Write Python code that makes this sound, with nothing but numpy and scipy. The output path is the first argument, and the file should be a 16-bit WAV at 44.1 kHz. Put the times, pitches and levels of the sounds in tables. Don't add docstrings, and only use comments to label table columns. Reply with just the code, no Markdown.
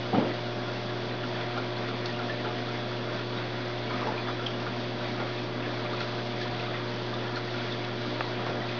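import sys
import numpy as np
from scipy import signal
from scipy.fft import rfft, irfft, next_fast_len
from scipy.io import wavfile
from scipy.ndimage import uniform_filter1d

SR = 44100
rng = np.random.default_rng(int(sys.argv[2]) if len(sys.argv) > 2 else 0)


def natural_amplitude(level_db):
    exponent = np.asarray(level_db, float) / 20
    return 10 ** exponent


def pcm_store(signal):
    levels = np.round(np.clip(np.atleast_2d(signal), -1, 1) * 32767)
    wavfile.write(sys.argv[1], SR, levels.astype(np.int16).T)


N = 387638
T = np.arange(N) / SR
MAINS_HZ = 59.947

# t/s, f/Hz, peak level/dB
BUBBLES = [(0.314, 1980, -37), (6.004, 1900, -39), (1.412, 3410, -35), (2.059, 4340, -34),
           (2.092, 1800, -35), (2.455, 844, -38), (2.297, 1760, -31), (2.398, 1840, -38),
           (3.374, 3700, -33), (3.907, 970, -37), (3.908, 2190, -41), (3.938, 1233, -38),
           (4.016, 1174, -32), (4.071, 897, -30), (4.178, 2470, -33.5), (4.272, 3500, -35.5),
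           (4.285, 1210, -37), (4.466, 3170, -28.5), (5.625, 2560, -39), (6.003, 4170, -31.5),
           (6.004, 2590, -39), (6.412, 1700, -36), (6.597, 2540, -35), (6.742, 1870, -36),
           (7.14, 3570, -33), (7.358, 4300, -30), (7.721, 3610, -32), (7.84, 2610, -38), (8.617, 1900, -35),
           (8.689, 2500, -35)]
# t/s, peak level/dB
PIPE_GULPS = [(1.234, -35), (1.576, -30.5), (1.886, -35), (2.191, -35), (2.448, -33), (2.684, -35),
              (3.898, -37), (4.395, -33.5), (4.665, -34.5), (5.933, -34), (6.006, -35), (7.367, -33.5),
              (7.542, -37), (8.492, -37)]


def unit(x):
    return x / np.sqrt(np.mean(x ** 2))


def walk(rate):
    steps = rng.standard_normal(int(N / SR * rate) + 2)
    knots = uniform_filter1d(np.repeat(steps, 8), size=8)
    return 1.2 * np.interp(T * rate * 8, np.arange(len(knots)), knots)


def add(out, s, sound):
    i = int(s * SR)
    out[i:i + len(sound)] += sound[:N - i]


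def ring(hz, db, t60, attack_s, glide=0, waver=0):
    t = np.arange(int((t60 + .01) * SR)) / SR
    turns = hz * t * (1 + glide * t / t60)
    if np.ndim(waver):
        turns = turns + waver[:len(t)]
    envelope = (1 - np.exp(-t / attack_s)) * natural_amplitude(-60 * t / t60)
    return -natural_amplitude(db) * envelope * np.sin(2 * np.pi * turns)


def room(x, wet_db=-2, t60=0.2):
    t = T[:SR // 3]
    tail = rng.standard_normal(SR // 3) * natural_amplitude(-60 * t / t60) * (t > .004)
    tail = tail / np.sqrt(np.sum(tail ** 2))
    return x + natural_amplitude(wet_db) * signal.fftconvolve(x, tail)[:N]


def surge():
    # t/s, level/dB
    flow = [(0.35, -35.5), (1.19, -33), (1.34, -35), (3.43, -35), (3.5, -35), (3.73, -36), (4.09, -33.5),
            (4.84, -35), (6.67, -34), (6.84, -34.5), (8.32, -36.5), (8.58, -32), (8.79, -38)]
    s, db = np.transpose(flow)
    return np.interp(T, s, db - np.mean(db))


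def lamps():
    whines_hz = (3403.99, 4762.47, 3083.63)
    offset_rows = [
        (0, -.5, .5, 1),
        (-5, -4, -3, -2, -1, 0, 1, 2),
        (-4, -2, 0, 1),
    ]
    level_rows = [
        (-53.5, -70, -72, -73),
        (-69, -72.5, -71, -67, -66, -64, -75, -65.5),
        (-72.5, -73.5, -71, -72.5),
    ]
    fades_db = (.8, 2.2, 2.2)
    out = 0
    for hz, offsets, levels_db, fade_db in zip(whines_hz, offset_rows, level_rows, fades_db):
        for offset, db in zip(offsets, levels_db):
            turns = (hz + offset * MAINS_HZ) * T + rng.random()
            out = out + natural_amplitude(db + fade_db * walk(1.6)) * np.sin(2 * np.pi * turns)
    return np.sqrt(2) * out


def pump():
    # f/multiples of the mains, rms level/dB, wobble/dB
    hum_orders = [(1.995, -39, 0), (4.006, -50, 4), (5.03, -52.5, -1), (6.01, -41, 0.44), (7.03, -66, -1),
                  (9.03, -53, 3), (10, -46, 1.7), (11, -59.5, 1), (12, -48, 3.5), (13, -66, 0.5),
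                  (19, -68, -0.5), (27, -60, 3), (28, -66.5, 2.5)]
    # t/s, rms level/dB
    shake = [(0, -61), (1.2, -60.5), (1.8, -72), (2.8, -69), (3.7, -57), (8.8, -60.5)]
    pulse_s = .0013
    turn = 2 * np.pi * MAINS_HZ * (T - pulse_s)
    hum = natural_amplitude(np.interp(T, *np.transpose(shake))) * np.sin(turn)
    for order, db, wobble_db in hum_orders:
        k = round(order)
        quarters = k % 2 - (k == 4)
        level = natural_amplitude(db + wobble_db * np.minimum(walk(9), 1))
        hum = hum - level * np.cos(k * turn + quarters * np.pi / 2)
    return np.sqrt(2) * hum


def wash(level_db=-35.5, fizz_db=-15, size_db=2.5, count=2500, splash_share=.3):
    # f/Hz, level/dB per Hz
    colour = [(20, -15.5), (70, -18.5), (100, -10.5), (150, -12.5), (190, -6), (330, -4.5), (650, -3.5),
              (900, -9), (1500, -9.5), (2200, -11), (2900, -15), (3500, -12.5), (4400, -15.5), (5600, -20)]
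    # f/Hz, width/Hz, level/dB
    cabinet = [(162.4, 17, 7.5), (202, 24, 7.5), (249.3, 23.4, 11), (303, 23, 5.5), (447, 26, 5.5),
               (540, 17, -0.5), (676, 40, 2), (959, 76, 5), (1147, 13, 4), (1390, 110, 2.5),
               (3300, 150, 1.5)]
    size = next_fast_len(N)
    hz = np.maximum(np.arange(size // 2 + 1) * SR / size, 1)
    colour_hz, density_db = np.transpose(colour)
    colour_db = np.interp(np.log(hz), np.log(colour_hz), density_db)
    for f, width, db in cabinet:
        colour_db = colour_db + db / (1 + (2 * (hz - f) / width) ** 2)

    where, sign, big = rng.random((count, 3)).T
    spray = np.zeros(size)
    spray[(where * N).astype(int)] = np.sign(sign - .5) * natural_amplitude(-size_db * np.log(big))
    fizz_swell = np.interp(np.arange(size), np.arange(N), natural_amplitude(2.2 * walk(6)))
    fizz = natural_amplitude(fizz_db) * unit(spray) * fizz_swell
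    rush = rfft(rng.standard_normal(size))
    spectrum = natural_amplitude(colour_db) * (rush + np.clip(hz / 2000, 0, 1) * rfft(fizz))

    surge_db = surge()
    out, shared = 0, walk(26)
    for step in range(9, 26):
        mask = np.cos(np.pi / 4 * np.clip(np.log2(hz) * 4 - 2 * step, -2, 2)) ** 2
        high = np.clip((step / 2 - np.log2(500)) / 1.6, 0, 1)
        shared = 0.77 * shared + .6 * walk(9)
        flicker_db = (0.56 + 0.46 * high) * shared + 0.64 * high * walk(22)
        swell_db = (0.5 - high + splash_share * high) * surge_db
        out = out + irfft(spectrum * mask, size)[:N] * natural_amplitude(flicker_db + swell_db)
    return natural_amplitude(level_db) * unit(out)


def ticks(splash_db=1, splash_s=.008):
    # t/s, peak level/dB, length/s
    lid_drops = [
        (2.058, -19, 0.0044),
        (2.065, -34, .003),
        (4.266, -30, .003),
        (6.013, -34, .005),
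        (7.357, -40, 0.0034),
        (7.721, -30, 0.0035),
        (7.138, -30, .003),
        (8.464, -25.5, .004),
    ]
    splashes = [(row[0], row[-1] + splash_db, splash_s) for row in BUBBLES + PIPE_GULPS]
    out = np.zeros(N)
    for s, db, length in lid_drops + splashes:
        crack = np.diff(uniform_filter1d(rng.standard_normal(2001), size=5))
        add(out, s, natural_amplitude(db) * unit(crack) * np.exp(-T[:2000] / length) / 2)
    return out


def plops(glide=0.0082, count=520):
    gulp_hz, gulp_cycles = 1366, 49
    bubble_cycles = 76
    crowd_level_db, spread_db, per_surge, tilt_db = -46.5, 2.5, 1.2, -2.5
    waver = .13 * walk(300)

    when, pitch, big, life = rng.random((count, 4)).T
    crowd_hz = 1000 * natural_amplitude(13.5 * pitch)
    crowd_db = crowd_level_db + tilt_db * pitch - spread_db * np.log(big + 0.027)
    crowd_db = crowd_db + per_surge * surge()[(when * N).astype(int)]
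    crowd_t60 = np.minimum(.02 + .043 * life, 110 / crowd_hz)
    crowd = zip(when * N / SR, crowd_hz, crowd_db, crowd_t60)

    clear = [(s, hz, db, bubble_cycles / hz) for s, hz, db in BUBBLES]
    gulps = [(s, gulp_hz, db, gulp_cycles / gulp_hz) for s, db in PIPE_GULPS]
    out = np.zeros(N)
    for s, hz, db, t60 in [*clear, *gulps, *crowd]:
        add(out, s, ring(hz, db + 6.5, t60, 0.00079, glide, waver[int(.9 * s * SR):]))
    return out


def knocked_parts():
    # t/s, f/Hz, peak level/dB, t60/s
    parts = [(0.127, 445, -24, 0.081), (.1315, 763, -22.5, 0.083), (0.136, 195, -16, .07),
             (.146, 1300, -26, 0.045), (.149, 747, -18.5, 0.092), (.163, 280, -17, 0.036),
             (0.1801, 213, -9, 0.051), (.182, 521, -19.5, 0.097), (.195, 820, -26, .07),
             (.201, 241, -21, .09), (.213, 313, -20, 0.086), (.222, 423, -30, 0.044),
             (4.4637, 3300, -21, 0.025), (8.465, 685, -26, 0.043), (8.465, 1100, -25, 0.03),
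             (8.5, 660, -27, 0.055), (8.2106, 1190, -29, 0.017)]
    out = np.zeros(N)
    for s, hz, db, t60 in parts:
        add(out, s, ring(hz, db, t60, 0.58 / hz))
    return out


def rubs():
    # t/s, length/s, rms level/dB, centre f/Hz
    rub_events = [(.13, 0.15, -31, 466), (.135, .12, -29.5, 208), (0.139, 0.087, -40.5, 1700),
                  (0.249, 0.11, -34, 337), (1.342, 0.25, -43.5, 1300), (1.557, 0.056, -37.5, 500),
                  (2.183, 0.034, -41, 1300), (2.442, 0.086, -39, 350), (3.902, 0.23, -41.5, 1200),
                  (4.035, 0.13, -37, 404), (4.266, 0.049, -36, 900), (5.195, 0.062, -36.5, 510),
                  (6.255, 0.087, -47, 3500), (6.404, 0.043, -41, 2500), (4.05, 0.1, -41, 209),
                  (8.479, 0.086, -37.5, 220), (6.003, .03, -39, 2200), (4.013, 0.037, -42, 1400),
                  (6.481, .05, -39, 60), (6.728, 0.069, -39.5, 1400), (7.36, 0.028, -39, 2500),
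                  (5.169, .12, -43.5, 1300), (6.4, .05, -47, 3400), (7.72, .03, -50, 3300),
                  (8.4, 0.026, -40, 900), (8.459, 0.12, -39, 450), (8.461, 0.05, -38, 1100)]
    t = T[:SR // 2]
    out = np.zeros(N)
    for s, length, db, hz in rub_events:
        band = signal.butter(3, [hz / 2.0, hz * 1.95], "band", fs=SR, output="sos")
        rub = signal.sosfilt(band, rng.standard_normal(SR // 2))
        envelope = np.clip(t / 0.0097, 0, 1) * np.exp(-(t / length) ** 3)
        add(out, s, natural_amplitude(db) * unit(rub) * envelope)
    return out


def glass_tap():
    # t/s, peak level/dB, contact time/s
    contact = (8.2079, -10, .0005)
    # f/Hz, peak level/dB, t60/s
    pane = [
        (790, -20.5, 0.024),
        (1180, -20, 0.026),
        (1700, -23, 0.011),
        (2730, -25.5, 0.011),
    ]
    s, db, contact_s = contact
    out = np.zeros(N)
    push = np.r_[np.hanning(int(contact_s * SR)), np.zeros(999)]
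    spring = signal.butter(1, 350, "high", fs=SR, output="sos")
    add(out, s, -natural_amplitude(db) * signal.sosfilt(spring, push))
    for hz, mode_db, t60 in pane:
        add(out, s + 1.2 * contact_s, ring(hz, mode_db, t60, .3 / hz))
    return out


def knocks():
    bass_cut = signal.butter(2, 110, "high", fs=SR, output="sos")
    return signal.sosfilt(bass_cut, knocked_parts() + rubs() + glass_tap())


def scene():
    steady = lamps() + pump() + wash()
    water = room(plops() + ticks())
    close = room(knocks(), wet_db=-15.5, t60=0.28)
    return (steady + water + close)[None]


def top_cut(x):
    return signal.sosfilt(signal.butter(12, 7280, fs=SR, output="sos"), x)


def record(dry):
    rate_hz, offset = 11024., -.0037
    limit = signal.ellip(10, .1, 80, rate_hz / 2 + 25, fs=SR, output="sos")
    held = signal.sosfiltfilt(limit, dry)
    mirrored = held * (1 + 2 * np.cos(2 * np.pi * rate_hz * T))
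    soft = signal.firwin(numtaps=63, cutoff=rate_hz / 2, window=("kaiser", 8.5), fs=SR)
    mix = signal.fftconvolve(mirrored, soft[None], "same") + offset
    return top_cut(mix)


dry = scene()
out = record(dry)
pcm_store(out)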